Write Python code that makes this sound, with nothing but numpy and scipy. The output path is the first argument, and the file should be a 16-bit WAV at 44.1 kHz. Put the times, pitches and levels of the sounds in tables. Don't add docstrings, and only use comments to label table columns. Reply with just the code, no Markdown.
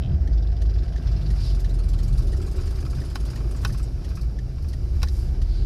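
import sys
import numpy as np
from scipy import signal
from scipy.fft import rfft, irfft, next_fast_len
from scipy.io import wavfile
from scipy.ndimage import uniform_filter1d

SR = 44100
rng = np.random.default_rng(int(sys.argv[2]) if len(sys.argv) > 2 else 0)


def digitize_waveform(pressure):
    field = np.atleast_2d(pressure).T
    bounded = np.clip(field, -1, 1)
    quanta = np.round(bounded * 32767).astype(np.int16)
    wavfile.write(sys.argv[1], SR, quanta)


N = 249555
TIME = np.arange(N) / SR

# time in seconds, firing rate in Hz.
ENGINE_SPEED = [(0.0, 54.59), (0.6, 52.45), (0.95, 52.5), (1.7, 44.38), (2.5, 34.86), (3.3, 25.66),
                (4.3, 27.6), (5.1, 32.34), (5.45, 39.47), (5.66, 40.48)]
# frequency in Hz, relative level in dB per Hz.
SCRAPE_COLOUR = [(4000, -2.5), (6400, 5), (8000, 2.5), (10400, 2.5), (12000, -5.5), (13800, -7),
                 (15000, -17)]
# frequency in Hz, relative level in dB per Hz.
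FITTING_COLOUR = [(700, 1), (1400, 4), (2100, -3.5), (2700, 5.5), (3400, 2.5), (4200, 7), (5100, 5.5),
                  (6000, -10), (7500, -22.5), (14000, -43)]


def undb(db):
    return 10 ** (np.asarray(db) / 20)


def unit(x):
    return x / np.sqrt(np.mean(x ** 2))


def controls(table):
    s, *columns = np.transpose(table)
    return [np.interp(TIME, s, column) for column in columns]


def cycles(hz):
    return np.cumsum(hz) / SR


def walk(rate):
    k = int(SR / rate)
    steps = np.repeat(rng.standard_normal(N // k + 1), k)
    return unit(uniform_filter1d(uniform_filter1d(steps, k), k)[:N])


def noise(spectrum, grain_db=0):
    hz, db = np.transpose(spectrum)
    size = next_fast_len(N)
    bins_hz = np.fft.rfftfreq(size, 1 / SR)
    gain = undb(np.interp(np.log(bins_hz + 1), np.log(hz), db, left=-90, right=-90))
    grain = undb(grain_db * np.minimum(rng.exponential(size=N), 2 * np.pi))
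    impacts = rng.standard_normal(N) * grain
    return unit(irfft(rfft(impacts, size) * gain, size)[:N])


def patchy(x, depth_db):
    _, _, bands = signal.stft(x, nperseg=512)
    flicker = rng.standard_normal(bands.shape)
    for axis in (0, 1, 0, 1):
        flicker = uniform_filter1d(flicker, size=4, axis=axis)
    gain = undb(depth_db * np.clip(unit(flicker), -2, 2))
    return unit(signal.istft(bands * gain)[1][:N])


def taps(events):
    out = np.zeros(N)
    for s, db in events:
        out[int(s * SR)] += undb(db)
    return out


def bursts(events, rise_s, t60):
    out, t = np.zeros(N), TIME[:SR // 4]
    shape = (1 - np.exp(-t / rise_s)) * undb(-60 * t / t60)
    for s, db in events:
        start = max(int(s * SR), 0)
        part = shape[:N - start]
        out[start:start + len(part)] += undb(db) * part / shape.max()
    return out


def chatter():
    return np.sign(rng.standard_normal(N))


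def ring(force, modes):
    t = TIME[:SR // 10]
    response = 0
    for k, (hz, width, db) in enumerate(modes):
        decay = undb(db) * width * np.exp(-np.pi * width * t)
        response = response + (-1) ** k * decay * np.cos(2 * np.pi * hz * t)
    return signal.fftconvolve(force, response / np.linalg.norm(response))[:N]


def clack(events, modes, buzz_db):
    blow = undb(17.5) * taps([(s + 0.001, db) for s, db in events])
    buzz = undb(buzz_db) * bursts(events, rise_s=0.001, t60=0.048) * chatter()
    return ring(blow + buzz, modes)


def cabin(x, wet_db=-12):
    t = TIME[:SR // 20]
    echoes = rng.standard_normal(len(t)) * undb(-60 * t / 0.04) * (t > 0.001)
    wet = signal.fftconvolve(x, echoes / np.linalg.norm(echoes))[:N]
    return (x + undb(wet_db) * wet) / np.hypot(1, undb(wet_db))


def heaves():
    # middle in seconds, half length in seconds, level in dB, pitch in Hz.
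    swells = [(0.16, 0.065, -16.5, 73.9), (4.973, 0.048, -17, 68)]
    out = 0
    for s, length, db, hz in swells:
        swell = undb(db) * np.exp(-((TIME - s) / length) ** 2)
        out = out + swell * np.sin(2 * np.pi * hz * TIME + rng.uniform(0, 2 * np.pi))
    return out


def bumps():
    # start in seconds, level in dB.
    knocks = [(3.625, -24), (5.025, -36)]
    # frequency in Hz, width in Hz, relative level in dB.
    suspension = [(107, 14, 12), (180, 51.6, -4), (217, 19, -5)]
    return ring(bursts(knocks, rise_s=0.011, t60=0.15) * chatter(), suspension)


def tread(width_hz=55):
    # time in seconds, pitch in Hz, level in dB.
    hum = [(1.8, 472.4, -80), (2.3, 374.5, -44), (2.9, 367.6, -47), (3.4, 338, -73), (5.6, 352.4, -49)]
    hz, db = controls(hum)
    smear = walk(2 * width_hz) + 1j * walk(2 * width_hz)
    return undb(db) * np.real(smear * np.exp(2j * np.pi * cycles(hz)))


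def swishes():
    # middle in seconds, half length in seconds, level in dB, centre in Hz.
    swells = [(1.458, 0.077, -44, 4800), (5.563, 0.1, -52, 4500)]
    # multiple of the centre, relative level in dB per Hz.
    colour = [(0.42, -17), (0.66, -11), (0.85, -5.5), (1, 1), (1.099, -2.5), (1.28, -16), (1.75, -23),
              (2.15, -19.5), (2.7, -35)]
    out = 0
    for s, length, db, centre_hz in swells:
        swell = undb(db) * np.exp(-((TIME - s) / length) ** 2)
        out = out + swell * noise([(k * centre_hz, k_db) for k, k_db in colour])
    return out


def grit():
    # time in seconds, level in dB.
    strength = [(0, -67), (0.9, -64), (1.8, -62.5), (2.5, -55.5), (3.75, -56), (3.92, -68), (4.17, -54.5),
                (4.4, -83), (4.65, -62), (4.9, -74), (5.66, -76)]
    # start in seconds, level in dB.
    stones = [(2.578, -50), (2.672, -53), (3.545, -47), (3.692, -50), (3.795, -48), (3.974, -55),
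              (4.112, -55), (4.175, -52), (4.58, -52), (4.642, -55)]
    # frequency in Hz, width in Hz, relative level in dB.
    arches = [(1080, 104, 3), (1304, 115, 4.5), (1613, 140, 0), (2486, 190, -2), (4900, 610, -7.5)]
    clumps_per_s, scatter_db = 42, 4.5
    db, = controls(strength)
    count = int(clumps_per_s * TIME[-1])
    late, size = rng.random((count, 2)).T
    starts = (np.arange(count) + late) / clumps_per_s
    clumps = bursts(zip(starts, scatter_db * np.sqrt(12) * size), rise_s=0.0014, t60=0.049)
    force = undb(db) * unit(clumps) + bursts(stones, rise_s=0.0023, t60=0.046)
    return ring(force * chatter(), arches)


def hiss():
    # time in seconds, rush level in dB, hiss level in dB.
    levels = [(0, -59.5, -62.5), (0.45, -62.5, -63.5), (1.35, -56, -58), (1.85, -59, -60),
              (2.25, -56.5, -57), (3.7, -55, -57), (3.92, -60.5, -59), (4.45, -60, -60), (4.98, -58.5, -58),
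              (5.18, -55.5, -54), (5.36, -59, -60)]
    # frequency in Hz, relative level in dB per Hz.
    rush_colour = [(600, -24), (900, 7), (980, 3), (1070, 1.5), (1150, 2.5), (1250, 4), (1350, 1.5),
                   (1470, 3), (2000, -3), (2400, -1.5), (2680, -4.5), (3100, -5.5), (4500, -41),
                   (8000, -42)]
    # frequency in Hz, relative level in dB per Hz.
    tyre_colour = [(2000, -13), (3200, -5.5), (3900, 0.5), (4400, 0.5), (5000, 6.5), (5500, 3.5),
                   (6400, -8), (8000, -17), (14000, -35)]
    # frequency in Hz, relative level in dB per Hz.
    spray_colour = [(4500, -1), (6500, -3.5), (8700, -5.5), (10400, -3), (12000, -6), (13500, -11.5),
                    (15000, -21)]
    rush_db, hiss_db = controls(levels)
    firing_hz, = controls(ENGINE_SPEED)
    flutter = walk(30.35)
    throb_db = 0.5 * np.cos(np.pi * cycles(firing_hz))
    spray_db = np.maximum(-60.5 + 2.17 * (hiss_db + 56.5), -73.5)
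    rush = undb(rush_db + throb_db + 1.4 * flutter) * noise(rush_colour, grain_db=3.5)
    tyres = undb(hiss_db + 1.1 * flutter) * patchy(noise(tyre_colour, grain_db=2.0), depth_db=1.6)
    crackle = undb(hiss_db - 22.0) * noise(FITTING_COLOUR, grain_db=6.0)
    spray = undb(spray_db + 0.33 * flutter) * noise(spray_colour, grain_db=3.0)
    return rush + tyres + crackle + spray


def relay():
    # frequency in Hz, width in Hz, relative level in dB.
    housing_modes = [(1876, 96, 4.5), (2230, 120, -11), (3000, 170, -4.5), (4340, 590, -5.5),
                     (6070, 470, -5.5), (10000, 3300, -22.5)]
    first_tick_s, period_s = 0.2737, 0.34275
    ping_hz, close_ping_db, open_ping_db = 1776, -45, -58
    times = np.arange(first_tick_s, TIME[-1], period_s)
    ticks = bursts([(s, -47.5) for s in times], rise_s=0.0017, t60=0.045)
    housing = ring(ticks * chatter(), housing_modes)
    bright = noise(SCRAPE_COLOUR) + undb(5.0) * noise(FITTING_COLOUR)
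    opening = bursts([(s, -57) for s in times[1::2]], rise_s=0.0042, t60=0.084) * bright
    ping_events = [(s, open_ping_db if k % 2 else close_ping_db) for k, s in enumerate(times)]
    pings = bursts(ping_events, rise_s=0.0015, t60=0.029) * np.sin(2 * np.pi * ping_hz * TIME)
    return housing + opening + pings


def trim_clacks():
    # start in seconds, then relative levels of knock, snap and crack in dB,
    # and the tilt of the knock in dB per octave (higher is brighter).
    clacks = [(3.1553, -28, -34.5, -41.5, 1), (3.648, -23, -29.5, -35.5, 2), (5.018, -38, -43, -50, 7),
              (5.0291, -24.5, -29.5, -36, -2), (5.084, -46, -38.5, -57, 2)]
    # frequency in Hz, width in Hz, relative level in dB.
    panel = [(254.8, 45, 0), (485, 110, 4.5), (818, 65, 8.5), (1088, 54, 10), (1220, 120, 3.5),
             (1480, 85, 9.5), (1830, 120, 4), (2100, 100, 1), (2610, 160, 3.5), (3060, 67, 1)]
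    # frequency in Hz, width in Hz, relative level in dB.
    clips = [(3950, 400, 8.5), (4200, 310, 6.5), (4750, 170, 11), (5480, 730, 6), (9700, 5000, -16)]
    # frequency in Hz, relative level in dB per Hz.
    crack_colour = [(3000, 6), (5500, 8), (6800, -10), (10000, 2.5), (13000, -2.5), (15000, -15)]
    knock = 0
    for s, db, _, _, tilt in clacks:
        tilted = [(hz, width, mode_db + tilt * np.log2(hz)) for hz, width, mode_db in panel]
        knock = knock + clack([(s, db)], tilted, buzz_db=-3.5)
    snap = clack([(s, db) for s, _, db, _, _ in clacks], clips, buzz_db=-1.0)
    crack = bursts([(s, db) for s, _, _, db, _ in clacks], rise_s=0.0011, t60=0.031) * noise(crack_colour)
    return undb(-2.0) * knock + undb(-0.5) * snap + crack


def trim_creak():
    # start in seconds, level in dB.
    slips = [(0.024, -25), (0.0355, -23.5), (0.048, -25), (0.06, -26), (0.073, -33), (0.0965, -32),
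             (0.12, -33), (0.144, -35)]
    # frequency in Hz, width in Hz, relative level in dB.
    joint = [(2600, 190, -6), (3150, 110, -2), (3390, 46, -1), (3850, 270, -8.5)]
    return cabin(ring(taps(slips), joint), wet_db=-8)


def trim_crackle():
    # time in seconds, clicks per second.
    density = [(0.45, 0), (0.53, 50), (0.7, 25), (0.88, 100), (1.0, 25), (1.3, 0)]
    # frequency in Hz, width in Hz, relative level in dB.
    modes = [(1610, 260, 4.5), (2820, 1700, -4), (5000, 1600, -6)]
    rate, = controls(density)
    clicks = (rng.random(N) < rate / SR) * chatter()
    return undb(-33) * ring(clicks, modes)


def stops():
    # start in seconds, relative peak in dB.
    hits = [(1.5988, -44), (1.8876, -47.5), (2.0318, -44), (2.1791, -41.5), (3.253, -45), (3.6745, -41),
            (3.7249, -43), (3.7798, -46.5), (4.0874, -47.5), (4.152, -42.5), (4.2098, -44.5),
            (4.622, -50.5), (4.6827, -44.5), (5.1916, -49)]
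    # frequency in Hz, width in Hz, relative level in dB.
    modes = [(4400, 530, 7.5), (5460, 810, 6.5), (6140, 460, 5), (8100, 970, -5), (10070, 570, 1),
             (11800, 1400, -3.5)]
    force = bursts(hits, rise_s=0.0016, t60=0.12) * patchy(chatter(), depth_db=-1.0)
    return undb(-5.0) * ring(force, modes)


def rattle():
    # time in seconds, strokes per second.
    stroke_rate = [(0, 21.1), (0.6, 21.1), (0.68, 25.3), (0.76, 21.3), (1.3, 20.85), (2.8, 20.61),
                   (3.6, 18.85), (5.66, 18.2)]
    # start in seconds, end in seconds, scrape level in dB at the start,
    # scrape level in dB at the end, body level in dB, rub level in dB (all before random scatter).
    bouts = [(0.31, 1.0, -75, -66, -66, -54), (1.004, 1.265, -64, -70, -51.5, -50.5),
             (1.28, 1.998, -57.5, -55, -54.5, -55.5), (2.012, 3.38, -54.5, -52.5, -60.5, -53.5),
             (3.49, 3.865, -53, -51.5, -63, -58)]
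    # frequency in Hz, relative level in dB per Hz.
    rub_colour = [(2500, -10), (3700, -3.5), (4400, -4), (5100, 1.5), (5600, -5.5), (6500, -17.5),
                  (9000, -41)]
    scatter_db, lead_s = 1, 0.0058
    rate, = controls(stroke_rate)
    beats = TIME[1:][np.diff(np.floor(cycles(rate))) > 0] - lead_s
    strokes = []
    for start, end, first_db, last_db, body_level, rub_level in bouts:
        for t in beats:
            if start <= t <= end:
                scrape_level = np.interp(t, (start, end), (first_db, last_db))
                strokes.append((t, scrape_level, body_level, rub_level))
    s, scrape_db, body_db, rub_db = np.transpose(strokes)
    scrape_luck, body_luck = scatter_db * rng.standard_normal((len(s), 2)).T

    scrape_noise = patchy(noise(SCRAPE_COLOUR, grain_db=-2.5), depth_db=5.5)
    body_noise = patchy(noise(FITTING_COLOUR, grain_db=-2.0), depth_db=6.0)
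    rub_noise = patchy(noise(rub_colour), depth_db=3.0)
    scrape = bursts(zip(s, scrape_db + scrape_luck), rise_s=0.0069, t60=0.086) * scrape_noise
    body = bursts(zip(s, body_db + body_luck), rise_s=0.012, t60=0.11) * body_noise
    rub = bursts(zip(s, rub_db + body_luck), rise_s=0.01, t60=0.06) * rub_noise
    return scrape + body + rub


def road(rumble_share=0.29, thud_share=1.82):
    # time in seconds, body rumble in dB, tyre roar in dB (both lifted a little below).
    levels = [(0, -24.5, -46), (1.8, -29.5, -48), (2.35, -24.5, -46), (3.5, -32, -46), (4.2, -27, -48.5),
              (4.53, -32.5, -49.5), (4.75, -26, -48.5), (4.95, -24, -48.5), (5.66, -26.5, -49)]
    # middle in seconds, half length in seconds, boost in dB before sharing out.
    patches = [(0.112, 0.1, 5), (1.297, 0.3, 2.5), (2.11, 0.23, 3), (2.97, 0.091, 3.5), (3.694, 0.063, 4.5)]
    # frequency in Hz, relative level in dB per Hz.
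    rumble_colour = [(20, -49), (27, -20), (35, 1), (45, -11), (54, 7), (62, 0.5), (75, 0), (95, -6.5),
                     (125, -41), (200, -57)]
    # frequency in Hz, relative level in dB per Hz.
    thud_colour = [(60, -42), (95, -9.5), (120, 3), (148, -5.5), (165, -11), (190, -9.5), (220, -20.5),
                   (400, -43)]
    # frequency in Hz, relative level in dB per Hz.
    roar_colour = [(130, 7), (210, -2), (260, 5), (300, 0), (350, 5.5), (410, -2.5), (500, -5), (600, -7.5),
                   (700, -8), (820, -13), (1000, -35), (2000, -54)]
    rumble_db, roar_db = controls(levels)
    boost_db = sum(db * np.exp(-((TIME - s) / length) ** 2) for s, length, db in patches)
    sway = noise(rumble_colour)
    sway_power = uniform_filter1d(sway ** 2, SR // 10)
    sway = unit(sway / (sway_power + 0.065) ** 0.2)
    rumble = undb(rumble_db + 2.5 + rumble_share * boost_db) * sway
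    thud = undb(-35.5 + thud_share * boost_db) * noise(thud_colour)
    roar = undb(roar_db + 3.5 + 0.93 * walk(20)) * noise(roar_colour)
    return rumble + thud + roar


def whirr():
    # frequency in Hz, width in Hz, relative level in dB.
    bay = [(631, 37, 0), (692.5, 27, 4), (787, 27, -4.5), (1575, 94, -10), (1986, 63, -14)]
    full_hz, fade_db_per_hz = 47.8, 1.1
    hz, = controls(ENGINE_SPEED)
    db = -54.5 - fade_db_per_hz * np.maximum(full_hz - hz, 0)
    pulse = undb(4.4 * np.cos(2 * np.pi * cycles(hz)))
    return undb(db) * unit(ring(pulse * chatter(), bay))


def engine():
    # multiple of the firing rate, relative level in dB.
    orders = [(1, 1), (2, -15.5), (3, -28.5), (4, -36), (5, -41.5)]
    # time in seconds, change in dB.
    level_changes = [(0, -8), (0.24, -5), (0.33, 1), (0.5, -5), (0.58, -14), (0.65, 1.5), (0.92, -1.5),
                     (1.01, -9), (1.1, -1), (1.6, 0)]
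    # multiple of the firing rate, frequency in Hz, width in Hz, rms level in dB.
    resonances = [(2, 52.7, 1.63, -25), (3, 148, 2.95, -30)]
    full_hz, fade_db_per_hz = 40.25, 1.5
    hz, = controls(ENGINE_SPEED)
    change_db, = controls(level_changes)
    db = -21 + change_db - fade_db_per_hz * np.maximum(full_hz - hz, 0)
    phase = 2 * np.pi * cycles(hz * (1 + 0.0053 * walk(13.07)))
    drone, boom = 0, 0
    for k, order_db in orders:
        wavering = undb(order_db + 0.5 * walk(9.3))
        drone = drone + wavering * np.sin(round(k) * phase + rng.uniform(0, 2 * np.pi))
    for k, centre_hz, width_hz, boom_db in resonances:
        closeness = 1 / (1 + ((round(k) * hz - centre_hz) / width_hz) ** 2)
        boom = boom + undb(boom_db) * closeness * np.sin(round(k) * phase)
    return np.sqrt(2) * (undb(db) * drone + boom)


def scene():
    trim = trim_clacks() + trim_creak() + trim_crackle()
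    low = heaves() + bumps() + tread() + road()
    reflected = cabin(swishes() + grit() + hiss() + stops() + rattle())
    return (low + relay() + trim + reflected + whirr() + engine())[None]


def record(dry):
    return signal.sosfilt(signal.ellip(8, 0.2, 70, 15500, fs=SR, output="sos"), dry)


dry = scene()
out = record(dry)
digitize_waveform(out)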